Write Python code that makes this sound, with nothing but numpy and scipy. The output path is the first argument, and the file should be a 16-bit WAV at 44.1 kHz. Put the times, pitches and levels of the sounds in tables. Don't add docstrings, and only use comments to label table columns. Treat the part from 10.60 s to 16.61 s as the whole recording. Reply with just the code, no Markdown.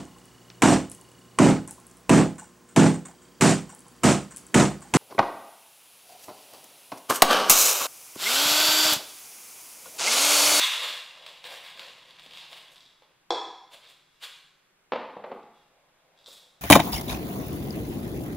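import sys
import numpy as np
from scipy import signal
from scipy.fft import rfft, irfft, next_fast_len
from scipy.io import wavfile
from scipy.ndimage import uniform_filter1d, map_coordinates

SR = 44100
rng = np.random.default_rng(int(sys.argv[2]) if len(sys.argv) > 2 else 0)


def dump_mix(stems):
    frames = np.atleast_2d(stems).T
    limited = np.clip(frames, -1, 1)
    pcm = np.round(limited * 32767).astype(np.int16)
    wavfile.write(sys.argv[1], SR, pcm)


N = 265041
TIME = np.arange(N) / SR


def amp(db):
    return 10 ** (np.asarray(db) / 20)


def unit(x):
    return x / np.sqrt(np.mean(x ** 2) + 1e-20)


def along(points, hz):
    point_hz, value = np.transpose(points)
    return np.interp(np.log(hz + 1), np.log(point_hz + 1), value)


def filtered(x, response):
    m = next_fast_len(x.shape[-1] + SR // 4)
    spectrum = rfft(x, m) * response(np.fft.rfftfreq(m, 1 / SR))
    return irfft(spectrum, m)[..., :x.shape[-1]]


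def add(track, s, sound):
    part = track[round(s * SR):][:len(sound)]
    part += sound[:len(part)]


def swell(s, rise, hold, fall):
    rising = ((TIME - s) / rise) ** 2
    falling = np.maximum(TIME - s - hold, 0) / fall
    return np.exp(-np.where(TIME < s, rising, falling))


def steady(spectrum, db):
    return amp(db) * unit(filtered(rng.standard_normal(N), lambda hz: amp(along(spectrum, hz))))


def impacts(per_s, size_db):
    hit = rng.random(N) < per_s / SR
    size = amp(size_db * np.clip(rng.standard_normal(N), -2, 2))
    return hit * rng.choice([-1, 1], N) * size


def burst(spectrum, t, t60):
    m, fade = 2 * len(t), amp(-60 * t / t60)
    puff = rng.standard_normal(len(t)) * fade
    for _ in range(3):
        z = rfft(puff, m)
        puff = irfft(z / (np.abs(z) + 1e-12), m)[:len(t)] * fade ** .25
    cepstrum = irfft(np.log(amp(along(spectrum, np.fft.rfftfreq(m, 1 / SR)))), m)[:len(t)]
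    cepstrum[1:] *= 2
    puff = irfft(rfft(puff, m) * np.exp(rfft(cepstrum, m)), m)[:len(t)]
    return puff * np.linalg.norm(fade) / np.linalg.norm(puff)


def ring(modes, t):
    hz, db, t60 = np.transpose(modes)[:, :, None]
    sign = (-1) ** np.arange(len(hz))[:, None]
    level = db + rng.standard_normal(db.shape) - 60 * t / t60
    return sign * amp(level) * np.sin(2 * np.pi * hz * t)


def radiated(x, corner_hz):
    return signal.lfilter(*signal.butter(2, corner_hz, "high", fs=SR), x)


# frequency in Hz, relative density in dB per Hz.
HOUSE_COLOUR = [(30, -14.5), (70, -25.5), (158, -12.5), (228, -20.5), (347, -17), (590, -19), (1480, -18),
                (2020, -20), (2200, -18.5), (5230, -35), (12800, -36.5), (16000, -43)]


def house():
    return steady(HOUSE_COLOUR, db=-69.5)


# frequency in Hz, relative density in dB per Hz.
HISS_COLOUR = [(12, -31.5), (20, -7), (228, -6), (499, -2), (574, -1.5), (849, -1), (3630, -5), (4540, -6),
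               (13200, -13.5), (16000, -20.5)]


def hiss():
    return steady(HISS_COLOUR, db=-71.0)


def evened(tail):
    z = rfft(tail, 2 * SR)
    power = np.abs(z) ** 2
    near, far = (np.abs(uniform_filter1d(power, size=width)) for width in (120, 1200))
    return irfft(z * np.sqrt(far / (near + 1e-12)))[:, :SR]


# frequency in Hz, decay time t60 in seconds.
KITCHEN_DECAY = [(120, 1), (450, 0.46), (1000, 0.85), (3000, 0.74), (6000, 0.77), (10000, 0.58),
                 (15000, 0.48)]


def kitchen(x, wet_db):
    hz, t, z = signal.stft(rng.standard_normal((2, SR)), SR, nperseg=256)
    decay = amp(-60 * t / along(KITCHEN_DECAY, hz)[:, None])
    build_up = 1 - np.exp(-t / 0.0021)
    tail = evened(signal.istft(z * decay * build_up, SR, nperseg=256)[1])
    mids = np.abs(rfft(tail[0], SR))[400:4000]
    tail = tail / np.sqrt(np.mean(mids ** 2))
    echo = amp(wet_db) * signal.oaconvolve(x[None], tail, axes=1)[:, :len(x)]
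    return np.array([x + echo[0], echo[1]]) / np.sqrt(1 + amp(wet_db) ** 2)


# centre in Hz, width in Hz, level in dB.
WALL_MODES = [(1058, 70, 3), (1620, 81, 0), (1884, 160, -9.5), (2780, 80, 9.5), (2990, 38, 4.5),
              (3376, 85, 12), (3670, 220, 7), (4680, 72, 0), (4820, 86, -6.5), (6990, 90, -10.5)]


def wall_ring(hz):
    return sum(amp(db) * 1j * hz * w / (c * c - hz * hz + 1j * hz * w) for c, w, db in WALL_MODES)


# frequency in Hz, relative density in dB per Hz.
HEAP_COLOUR = [(200, -52.5), (350, -25), (520, -7), (800, -10), (1080, -2.5), (1450, -6.5), (2100, 1.5),
               (2800, -0.5), (3400, 0), (4200, -2.5), (5700, -17), (8000, -18.5), (12000, -26.5),
               (15500, -28)]


def rice_colour(hz, wall_db):
    return amp(along(HEAP_COLOUR, hz)) + amp(wall_db) * wall_ring(hz)


def patchy(x, depth_db):
    z = signal.stft(x, nperseg=512)[2]
    field = uniform_filter1d(rng.standard_normal(z.shape), size=6, axis=0)
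    field = uniform_filter1d(field, size=10, axis=1)
    return signal.istft(z * amp(depth_db * unit(field)), nperseg=512)[1][:N]


def patter(level, body, fizz, full_rate, size_db, patchy_db, wall_db):
    rate = np.clip(full_rate * np.sqrt(level / level.max()), 600, SR / 2)
    hits = impacts(rate, size_db) / np.sqrt(rate)
    grains = patchy(filtered(hits, lambda hz: rice_colour(hz, wall_db)), patchy_db)
    low = filtered(grains, lambda hz: 1 / (1 + (hz / 800) ** 8))
    high = filtered(grains, lambda hz: 1 - 1 / (1 + (hz / 6500) ** 8))
    return level * unit(grains - low - high) + body * unit(low) + fizz * unit(high)


def flutter():
    knots_per_s, depth_db = 45, 2.27
    knots = rng.standard_normal(int(TIME[-1] * knots_per_s) + 2)
    return amp(depth_db * map_coordinates(knots, [TIME * knots_per_s]))


# time of full flow in seconds, level in dB, rise in seconds,
# hold in seconds, heap sound in dB relative to the level, fizz in dB relative to the level.
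POUR_SLIDES = [(0, -24.5, 0.011, 0.048, -25.5, -11), (0.234, -31, 0.11, 0.056, -15, -12.5),
               (.59, -50, 0.059, 0.037, -6, -20), (.665, -46, .004, .005, -9, -13),
               (0.864, -44, 0.028, 0.079, -8, -12), (1.057, -50.5, .03, 0.034, -15.5, -12.5),
               (1.2, -43.5, 0.027, 0.0059, -9, -14.5), (1.265, -60, .008, 0.0051, -13, -3),
               (1.6, -65, 0.0031, 0.066, -23, -2.5), (1.76, -57, 0.034, 0.018, -16, -32),
               (1.913, -50.5, 0.02, 0.049, -8, -11), (2.13, -73, .02, 0.0083, -10, 10)]
SETTLE_S = 0.054
TRICKLE_DB, TRICKLE_HEAP_DB, TRICKLE_FIZZ_DB = -57, -12.5, -17
TRICKLE_END_S, TRICKLE_FADE_S = 2.054, 0.19


def stream(count=2):
    flows = [amp(db) * swell(s, rise, hold, SETTLE_S) for s, db, rise, hold, *_ in POUR_SLIDES]
    flows.append(amp(TRICKLE_DB) * swell(0, SETTLE_S, TRICKLE_END_S, TRICKLE_FADE_S))
    heap_db = [row[-2] for row in POUR_SLIDES] + [TRICKLE_HEAP_DB]
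    fizz_db = [row[-1] for row in POUR_SLIDES] + [TRICKLE_FIZZ_DB]
    level = np.linalg.norm(flows, axis=0)
    body = np.linalg.norm(amp(heap_db)[:, None] * flows, axis=0)
    fizz = np.linalg.norm(amp(fizz_db)[:, None] * flows, axis=0)
    uneven = flutter()
    total = 0
    for _ in range(count):
        grains = uneven * patter(level, body, fizz, full_rate=3000, size_db=3.0, patchy_db=3, wall_db=-6.5)
        total = total + kitchen(np.pad(grains, (SR // 4, 0), "reflect"), wet_db=0.0)
    return total[:, -N:] / np.sqrt(count)


# strongest moment in seconds, level in dB, rise in seconds,
# hold in seconds.
BARE_WALL_RUNS = [(0, -26, .01, 0.018), (1.5, -67, 0.011, 0.011), (1.77, -48, .05, 0.012),
                  (3.54, -66.5, 0.046, .03), (4.954, -66, 0.023, 0.026), (5.595, -64, 0.037, 0.017)]


def wall_runs():
    level = sum(amp(db) * swell(s, rise, hold, fall=0.031) for s, db, rise, hold in BARE_WALL_RUNS)
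    return level * unit(filtered(impacts(per_s=1200, size_db=2), wall_ring))


# start in seconds, level in dB.
CLUMP_DROPS = [(.6640, -33), (0.841, -32.5), (1.1947, -31), (1.282, -38), (1.5062, -43.5), (1.596, -39.5),
               (1.6624, -41), (1.7095, -39.5), (1.735, -38.5), (1.7723, -34.5), (1.783, -42), (1.8, -43),
               (1.81, -42.5), (1.8225, -40), (1.8506, -41.5), (1.9294, -35), (2.1638, -47), (2.4214, -54.5),
               (2.432, -57)]
# frequency in Hz, relative density in dB per Hz.
CLUMP_COLOUR = [(200, -42), (500, -11), (1060, -0.5), (1500, -11), (2800, 3.5), (3500, 4.5), (4600, -2),
                (6000, -14), (10000, -20.5), (15000, -28.5)]


def clumps():
    out, t = np.zeros(N), np.arange(SR // 20) / SR
    for s, db in CLUMP_DROPS:
        add(out, s, amp(db) * burst(CLUMP_COLOUR, t, t60=0.033))
    return out


# frequency in Hz, relative density in dB per Hz.
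RUMBLE_SPECTRUM = [(40, -29.5), (100, -7.5), (160, 1), (240, -9.5), (350, -4), (700, -45.5), (2000, -100)]


def rumble():
    return steady(RUMBLE_SPECTRUM, db=-72) * swell(1.75, rise=1, hold=0, fall=0.76)


# start in seconds, level in dB, contact softness as a cut-off
# in Hz, bass corner in Hz.
BASE_KNOCKS = [(1.15, -39, 133, 120), (1.195, -39, 197, 113), (1.294, -36, 160, 152), (1.66, -35, 222, 113),
               (2.421, -49, 2770, 496), (2.431, -55, 2020, 500), (3.128, -38, 130, 100),
               (4.3203, -13, 1880, 198), (4.3325, -21.5, 5000, 251), (4.338, -29, 1500, 113),
               (4.357, -25, 5110, 114), (4.383, -39, 1500, 113), (4.443, -42, 1500, 113),
               (4.566, -24, 425, 70), (4.596, -34, 500, 80), (4.639, -23.5, 890, 400),
               (4.646, -29.5, 900, 398), (4.7152, -22, 686, 149), (4.7221, -27.5, 514, 80),
               (5.68, -42, 650, 250)]
# frequency in Hz, level in dB, decay time t60 in seconds.
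TABLE_MODES = [(106, -29.5, 0.047), (209, -26, 0.11), (264, -23, 0.023), (401, -21.5, 0.065),
               (510, -4, 0.043), (660, -9, 0.03), (798, -1.5, 0.02), (901, -7.5, 0.024), (1061, -10, 0.031),
               (1230, -19, 0.018), (2040, -15, 0.029)]
# frequency in Hz, relative density in dB per Hz.
THUD_COLOUR = [(50, -47), (120, -19), (230, 0), (360, -2.5), (550, 6), (950, 3), (1500, -6), (2600, -6),
               (4300, -13.5), (6000, -29.5), (10000, -48)]
SPOT_DETUNE = 0.044
CONTACT_CYCLES = 0.49


def knocks():
    out, t = np.zeros((2, N)), np.arange(SR // 3) / SR
    for s, db, soft_hz, bass_hz in BASE_KNOCKS:
        modes = [(hz * (1 + SPOT_DETUNE * rng.standard_normal()), level, t60)
                 for hz, level, t60 in TABLE_MODES]
        blow = ring(modes, t).sum(axis=0) + amp(-4.0) * burst(THUD_COLOUR, t, t60=0.064)
        build_up = 1 - np.exp(-t * soft_hz / CONTACT_CYCLES)
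        softened = signal.lfilter(*signal.butter(1, soft_hz, fs=SR), blow * build_up)
        knock = np.zeros(N)
        add(knock, s, amp(db) * softened)
        out += kitchen(radiated(knock, corner_hz=bass_hz), wet_db=-1)
    return out


# start in seconds, level in dB.
RIM_TAPS = [(4.83, -54.5), (5.576, -53), (5.589, -50), (5.643, -47), (5.6604, -36), (5.668, -36.5),
            (5.677, -38), (5.707, -39.5), (5.715, -40.5), (5.731, -40.5), (5.737, -44), (5.77, -49),
            (5.802, -57.5)]
# start in seconds, length in seconds, typical level in dB.
STRAY_GRAINS = [(1.498, 0.27, -55), (2.154, .11, -43.5), (3.24, .06, -46), (5.673, 0.045, -56)]
# frequency in Hz, relative density in dB per Hz.
TAP_COLOUR = [(200, -20), (600, -22), (1100, -13), (2000, -21), (3000, -21.5), (3280, 1), (3550, 1),
              (3850, 3), (4300, -9), (4600, -4.5), (5600, -11), (7000, -24), (7700, -12.5), (9000, -33),
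              (15000, -34)]
STRAYS_PER_S, STRAY_SCATTER_DB = 50, 2


def ticks():
    out, t = np.zeros(N), np.arange(SR // 20) / SR
    for s, db in RIM_TAPS:
        add(out, s, amp(db) * burst(TAP_COLOUR, t, t60=0.015))
    for start, length, db in STRAY_GRAINS:
        for s in np.arange(start, start + length, 1 / STRAYS_PER_S):
            late = rng.random() / STRAYS_PER_S
            gain = amp(db + STRAY_SCATTER_DB * rng.standard_normal())
            add(out, s + late, gain * burst(TAP_COLOUR, t, t60=0.0098))
    return out


# frequency in Hz, level in dB, decay time t60 in seconds.
POT_MODES = [(342, -16, 0.08), (504, -3.5, 0.049), (612, -5, 0.026), (773, -3.5, 0.026),
             (1003, -4.5, 0.036), (1285, -19, 0.081), (1610, -17, 0.025), (2590, -23, 0.045),
             (3327, -6, 0.036), (3484, -8, 0.031), (4050, -9.5, 0.022), (4200, -32, 0.016),
             (4560, -12.5, 0.026), (5370, -12.5, 0.016), (5740, -23.5, 0.022), (6350, -25, 0.01393)]
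# frequency in Hz, relative density in dB per Hz.
CRACK_COLOUR = [(60, -41), (200, -11), (400, -4), (700, 2.5), (1050, -4.5), (1400, -12.5), (1900, -18),
                (2400, -17), (2900, -21), (3500, -12), (5000, -25), (7300, -23.5), (8500, -32.5),
                (15000, -57)]
CLANK_AT_S, CLANK_DB = 2.7052, -16.5


def clank():
    out, t = np.zeros(N), np.arange(SR // 2) / SR
    metal = amp(4.5) * ring(POT_MODES, t).sum(axis=0)
    crack = amp(3) * burst(CRACK_COLOUR, t, t60=0.027)
    build_up = 1 - np.exp(-t / 0.00071)
    add(out, CLANK_AT_S, amp(CLANK_DB) * (metal + crack) * build_up)
    return radiated(out, corner_hz=334)


# frequency in Hz, relative density in dB per Hz.
JOLT_COLOUR = [(300, -15), (600, 3), (1100, 0), (1500, -4), (2000, 4), (2500, 0), (2950, -4), (3600, 1),
               (4300, 7), (5700, -15), (7500, -22), (11000, -43)]
JOLT_DB, JOLT_RISE_S, JOLT_FALL_S = -44, 0.0036, 0.072


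def jolt():
    level = amp(JOLT_DB) * swell(CLANK_AT_S + 2 * JOLT_RISE_S, JOLT_RISE_S, 0, JOLT_FALL_S)
    hits = impacts(per_s=1600, size_db=0.5)
    return level * unit(filtered(hits, lambda hz: amp(along(JOLT_COLOUR, hz))))


# strongest moment in seconds, level
# in dB, heap sound in dB relative to the level, fizz in dB relative to the level.
RICE_THROWS = [(3.142, -47, -8.5, -10.5), (3.252, -52, -10, -20), (3.306, -56.5, -8, -5.5),
               (3.645, -37.5, -17, -11), (5.69, -60.5, -7, 3), (5.738, -60.5, -9, 4.5),
               (5.784, -63, -19, 0)]
# frequency in Hz, gain in dB.
SLIDING_TINT = [(700, -0.5), (1050, -2), (1450, 2.5), (2000, -3.5), (2700, 0.5), (3500, 2)]


def swishes(count=3):
    gains = 0
    for s, db, heap_db, fizz_db in RICE_THROWS:
        parts_db = db + np.array([[0], [heap_db], [fizz_db]])
        gains = gains + amp(parts_db) * swell(s, rise=0.023, hold=0, fall=0.016)
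    total = 0
    for _ in range(count):
        grains = patter(*gains, full_rate=4000, size_db=2.0, patchy_db=1.0, wall_db=-17)
        total = total + kitchen(grains, wet_db=-1.0)
    return filtered(total / np.sqrt(count), lambda hz: amp(along(SLIDING_TINT, hz)))


# strongest moment in seconds, level in dB, rise in
# seconds, fall in seconds.
BASE_ROLLS = [(4.54, -55.5, .04, 0.022), (4.665, -44, 0.018, .03), (4.75, -47, 0.037, .025)]
# frequency in Hz, relative density in dB per Hz.
CHATTER_COLOUR = [(100, -26), (220, -13), (400, 4), (700, -6.5), (1200, -1), (1650, -15), (3000, -33),
                  (6000, -41.5)]


def rolls():
    level = sum(amp(db) * swell(s, rise, 0, fall) for s, db, rise, fall in BASE_ROLLS)
    hits = impacts(per_s=260, size_db=2.5)
    return level * unit(filtered(hits, lambda hz: amp(along(CHATTER_COLOUR, hz))))


def rustle():
    level = amp(-78.5) * swell(5.2, rise=0.26, hold=1, fall=1)
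    body, fizz = level * amp(9), level * amp(-22)
    return patter(level, body, fizz, full_rate=5000, size_db=3, patchy_db=2, wall_db=-2)


# frequency in Hz, side gain in dB.
SIDE_SPREAD = [(100, -12.5), (500, -36), (1200, -27), (3300, -26), (6000, -17), (9000, -13.5), (14000, -12)]


def scene():
    mid, side = (stream() + kitchen(wall_runs(), wet_db=5) + kitchen(clumps(), wet_db=2)
                 + knocks() + kitchen(ticks(), wet_db=2) + kitchen(clank() + jolt(), wet_db=2.5)
                 + swishes() + kitchen(rolls(), wet_db=1.5) + kitchen(rustle(), wet_db=9.5))
    mid = mid + house() + rumble()
    side = filtered(side, lambda hz: amp(along(SIDE_SPREAD, hz))) + hiss()
    return np.array([mid + side, mid - side])


TOP_HZ = 15650


def record(dry):
    return filtered(dry, lambda hz: hz < TOP_HZ)


dry = scene()
out = record(dry)
dump_mix(out)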